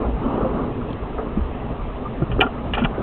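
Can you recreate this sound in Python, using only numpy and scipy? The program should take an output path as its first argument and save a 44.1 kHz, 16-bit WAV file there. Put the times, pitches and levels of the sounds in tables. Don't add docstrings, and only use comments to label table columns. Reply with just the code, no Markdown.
import sys
import numpy as np
from scipy import signal
from scipy.fft import rfft, irfft, next_fast_len
from scipy.io import wavfile
from scipy.ndimage import uniform_filter1d, map_coordinates

SR = 44100
rng = np.random.default_rng(int(sys.argv[2]) if len(sys.argv) > 2 else 0)


def undo_db(level):
    steps = np.asarray(level, float) / 20
    return 10 ** steps


def master(y):
    cut = np.clip(np.atleast_2d(y).T, -1, 1)
    pcm = np.round(cut * 32767)
    wavfile.write(sys.argv[1], SR, pcm.astype(np.int16))


N = 133182


def unit(x):
    return x / np.sqrt(np.mean(x ** 2) + 1e-20)


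def filtered(x, response):
    size = next_fast_len(x.shape[-1] + 8192)
    hz = np.fft.rfftfreq(size, 1 / SR)
    return irfft(rfft(x, size) * response(hz), size)[..., :x.shape[-1]]


def colour(points):
    point_hz, db = np.transpose(points)
    return lambda f: undo_db(np.interp(np.log(f + 1), np.log(point_hz + 1), db))


def ring(f, hz, width):
    return 1j * f * width / (hz * hz - f * f + 1j * f * width)


def modes(table):
    return lambda f: sum((-1) ** k * undo_db(db) * ring(f, hz, width)
                         for k, (hz, width, db) in enumerate(table))


def curve(points):
    return np.interp(np.arange(N) / SR, *np.transpose(points))


def wobble(rate):
    knots = rng.standard_normal(int(N * rate / SR) + 4)
    return map_coordinates(knots, [np.arange(N) * rate / SR])


def patchy(depth_db):
    z = signal.stft(rng.standard_normal(N + 512), nperseg=512)[2]
    field = uniform_filter1d(rng.standard_normal(z.shape), size=4, axis=0)
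    field = uniform_filter1d(field, size=8, axis=1)
    return signal.istft(z * undo_db(depth_db * unit(field)), nperseg=512)[1][:N]


def add(track, start_s, sound):
    part = track[round(start_s * SR):][:len(sound)]
    part += sound[:len(part)]


# (time [s], level [dB])
ROLL = [(0, -24), (.07, -27), (.12, -33.5), (.19, -29), (.25, -24.5), (.42, -22), (.5, -27.5), (.56, -24.5),
        (.62, -27), (.68, -29), (1.15, -31.5), (1.22, -29), (1.5, -32), (1.7, -30), (2.0, -32.5),
        (2.55, -30.5), (2.9, -29.5), (3.02, -25.5)]


def rolling_strength():
    return curve(ROLL)


# (frequency [Hz], level [dB per Hz])
AIR = [(760, -30), (1300, -8.5), (1410, -20.5), (1610, -8), (2390, -13), (2620, -11.5), (3250, -15.5),
       (3980, -20), (5170, -66), (8760, -120)]


def air(roll_db):
    level_db, follows = -47.5, 0.085
    swell_db = follows * (roll_db - roll_db.mean())
    return undo_db(level_db + swell_db) * unit(filtered(patchy(1.4), colour(AIR)))


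# (frequency [Hz], level [dB per Hz])
HEAVE = [(8, -43.5), (20, -9), (40, -3), (58, -1.5), (70, -3.5), (95, -30), (200, -71.5)]
# (time [s], level [dB])
SWAY = [(0, -29.5), (.25, -29.5), (.5, -28.5), (.6, -33.5), (.85, -32.5), (1.3, -32.5), (1.42, -21.5),
        (1.5, -31.5), (2.1, -34), (2.4, -29.5), (2.55, -34), (2.88, -25), (3.02, -37)]


def heave():
    bass = unit(filtered(rng.standard_normal(N), colour(HEAVE)))
    return undo_db(curve(SWAY) + 0.61 * wobble(8)) * bass


# (frequency [Hz], level [dB per Hz])
BODY = [(45, -33), (80, -4), (130, -1), (190, -5.5), (300, -6), (520, -8.5), (1250, -16), (2200, -50.5)]
# (frequency [Hz], width [Hz], lift [dB])
CABIN = [(241, 25, 8.5), (421.5, 30, 6), (1200, 380, 0.5)]


def roar(roll_db):
    bump_rate, bump_spread_db, bump_db = 150, 1, -9.5
    deep_hz, deep_follows = 181, 0.81
    draw = rng.random((3, N))
    happens = draw[0] < bump_rate / SR
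    bumps = happens * np.sign(draw[1] - .5) * undo_db(2 * bump_spread_db * draw[2])

    def cabin(f):
        lifts = [1 + (undo_db(db) - 1) * ring(f, hz, width) for hz, width, db in CABIN]
        return colour(BODY)(f) * np.prod(lifts, axis=0)

    sound = unit(filtered(patchy(2.1) + undo_db(bump_db) * unit(bumps), cabin))
    deep = filtered(sound, lambda f: 1 / (1 + (f / deep_hz) ** 8))
    deep_change = undo_db((deep_follows - 1) * (roll_db - roll_db.mean())) - 1
    return undo_db(roll_db + 2.0 + 0.44 * wobble(9.71)) * (sound + deep * deep_change)


# (time [s], length [s], level [dB], pitch [Hz])
SQUEAKS = [
    (1.79, 0.057, -41, 1180),
    (2.04, .02, -47, 1370),
    (2.064, .025, -34, 1200),
    (2.96, 0.06, -44, 1500),
]


def squeaks():
    out = np.zeros(N)
    t = np.arange(-SR // 10, SR // 10) / SR
    for s, length, db, hz in SQUEAKS:
        tone = unit(filtered(rng.standard_normal(len(t)), lambda f: ring(f, hz, 60) ** 2))
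        add(out, s - .1, undo_db(db) * tone * np.exp(-2 * (t / length) ** 2))
    return out


# (time [s], peak level [dB])
TICKS = [
    (.905, -35),
    (.912, -35),
    (.930, -29),
    (2.752, -22),
]


def ticks():
    hz, width_hz, t60_s = 3150, 1400, 0.0091
    out, t = np.zeros(N), np.arange(SR // 20) / SR
    for s, db in TICKS:
        burst = rng.standard_normal(len(t)) * undo_db(-60 * t / t60_s)
        hit = filtered(burst, lambda f: ring(f, hz, width_hz) ** 2)
        add(out, s, undo_db(db) * hit / np.abs(hit).max())
    return out


# (time [s], peak level [dB], pitch [Hz], time to fall 60 dB [s])
THUDS = [(.048, -16.5, 56.1, 0.29), (.259, -11, 242.5, .1), (.34, -9.5, 244, .08), (0.39, -11, 330, 0.025),
         (.408, -9.5, 450, .06), (1.184, -21, 443, 0.2), (1.372, -5.5, 210, 0.064),
         (1.7903, -19.5, 37.5, 0.48), (1.8778, -15, 44.2, 0.099), (2.216, -3, 139, 0.059),
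         (2.2205, -10, 330, .05), (2.229, -2.5, 106, 0.039), (2.325, -12, 46.3, 0.3),
         (2.29, -20.5, 120, 0.55), (2.383, -12, 275.5, 0.075), (2.392, -4, 408.5, 0.034),
         (2.4522, -7.5, 246, .04), (2.8172, -6.5, 237, 0.1), (2.8393, -6, 148.7, .06),
         (2.391, -21, 1280, 0.033), (2.465, -20, 1340, .035), (2.418, -12, 760, 0.05),
         (2.779, -16.5, 858, 0.042), (2.404, -16, 420, 0.11), (2.219, -12, 210, 0.057),
         (.445, -15, 520, .15), (1.185, -27, 1250, 0.068), (3.1, -15, 220, 0.024), (2.977, -18.5, 400, .1)]


def thuds():
    rise_cycles, grit_share = 0.99, 0.26
    out, t = np.zeros(N), np.arange(SR // 3) / SR
    for s, db, hz, t60 in THUDS:
        def rough(f):
            return ring(f, 1.4 * hz, 1.3 * hz) ** 3 / (1 + (f / 1400) ** 4)

        grit = unit(filtered(rng.standard_normal(len(t)), rough))
        shape = (1 - np.exp(-t * hz / rise_cycles)) * undo_db(db + 1 - 60 * t / t60)
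        add(out, s, shape * (grit_share * grit - np.sin(2 * np.pi * hz * t)))
    return out


# (time [s], peak level [dB], time to fall 60 dB [s], dull share [0-1])
CLACKS = [(0.049, -26.5, .05, .97), (.26, -27, 0.038, 0.95), (.6, -25.5, 0.094, .97),
          (.845, -27.5, 0.037, 1), (1.179, -21.5, 0.14, 1), (2.220, -22, 0.03, 0.97),
          (2.316, -22, .06, .45), (2.405, -12.5, 0.066, 0.3), (2.4098, -4, 0.037, 0.23),
          (2.4118, -6, .025, .1), (2.4155, -9, .11, .6), (2.465, -18.5, 0.06, 0.7), (2.736, -13, .035, 0.3),
          (2.745, -16, 0.083, .3), (2.77, -16, 0.074, .9), (2.779, -16.5, 0.11, 0.47),
          (2.796, -27.5, 0.18, 0), (2.818, -18, 0.1, .9), (2.839, -20, .04, 0.3), (2.847, -11, .04, .35),
          (2.853, -14, .06, .85), (2.952, -29.5, .05, .8)]
# (frequency [Hz], width [Hz], level [dB])
STEEL = [(1732, 170, -3.5), (2042, 27, -11.5), (2373, 150, -2), (2966, 360, -0.5), (3389, 630, -11.5)]
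# (frequency [Hz], width [Hz], level [dB])
PANEL = [(392, 98, -7), (746, 200, -5), (1200, 120, -8), (1405, 63, -5)]


def panel_response(f):
    ratio = f / 1670
    return modes(PANEL)(f) / (1 + 1j * ratio - ratio ** 2) ** 2


def clacks():
    rise_s, strike = 0.0011, 7.0
    out, t = np.zeros(N), np.arange(SR // 5) / SR
    for s, db, t60, dull in CLACKS:
        burst = rng.standard_normal(len(t)) * (1 - np.exp(-t / rise_s)) * undo_db(-60 * t / t60)
        burst[0] += strike
        steel = unit(filtered(burst, modes(STEEL)))
        panel = unit(filtered(burst, panel_response))
        hit = (1 - dull) ** 2 * steel + dull * panel
        add(out, s, undo_db(db) * hit / np.abs(hit).max())
    return out


def scene():
    roll_db = rolling_strength()
    background = air(roll_db) + heave() + roar(roll_db)
    return (background + squeaks() + ticks() + thuds() + clacks())[None]


def roll_off(x):
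    return signal.sosfilt(signal.butter(12, 15900, fs=SR, output="sos"), x)


def record(dry):
    top_hz, top_order, edge_hz = 3594, 5.2, 4520
    offset, clip_share = .0059, .92

    def camera(f):
        edge = np.clip((edge_hz - f) / 300, 0, 1)
        return edge / np.sqrt(1 + (f / top_hz) ** (2 * top_order))

    x = filtered(dry, camera) + offset
    limit = clip_share * np.abs(x).max()
    x = np.clip(x, -limit, limit)
    x = x * np.minimum(1, np.arange(N) / 200)
    return roll_off(x)


dry = scene()
out = record(dry)
master(out)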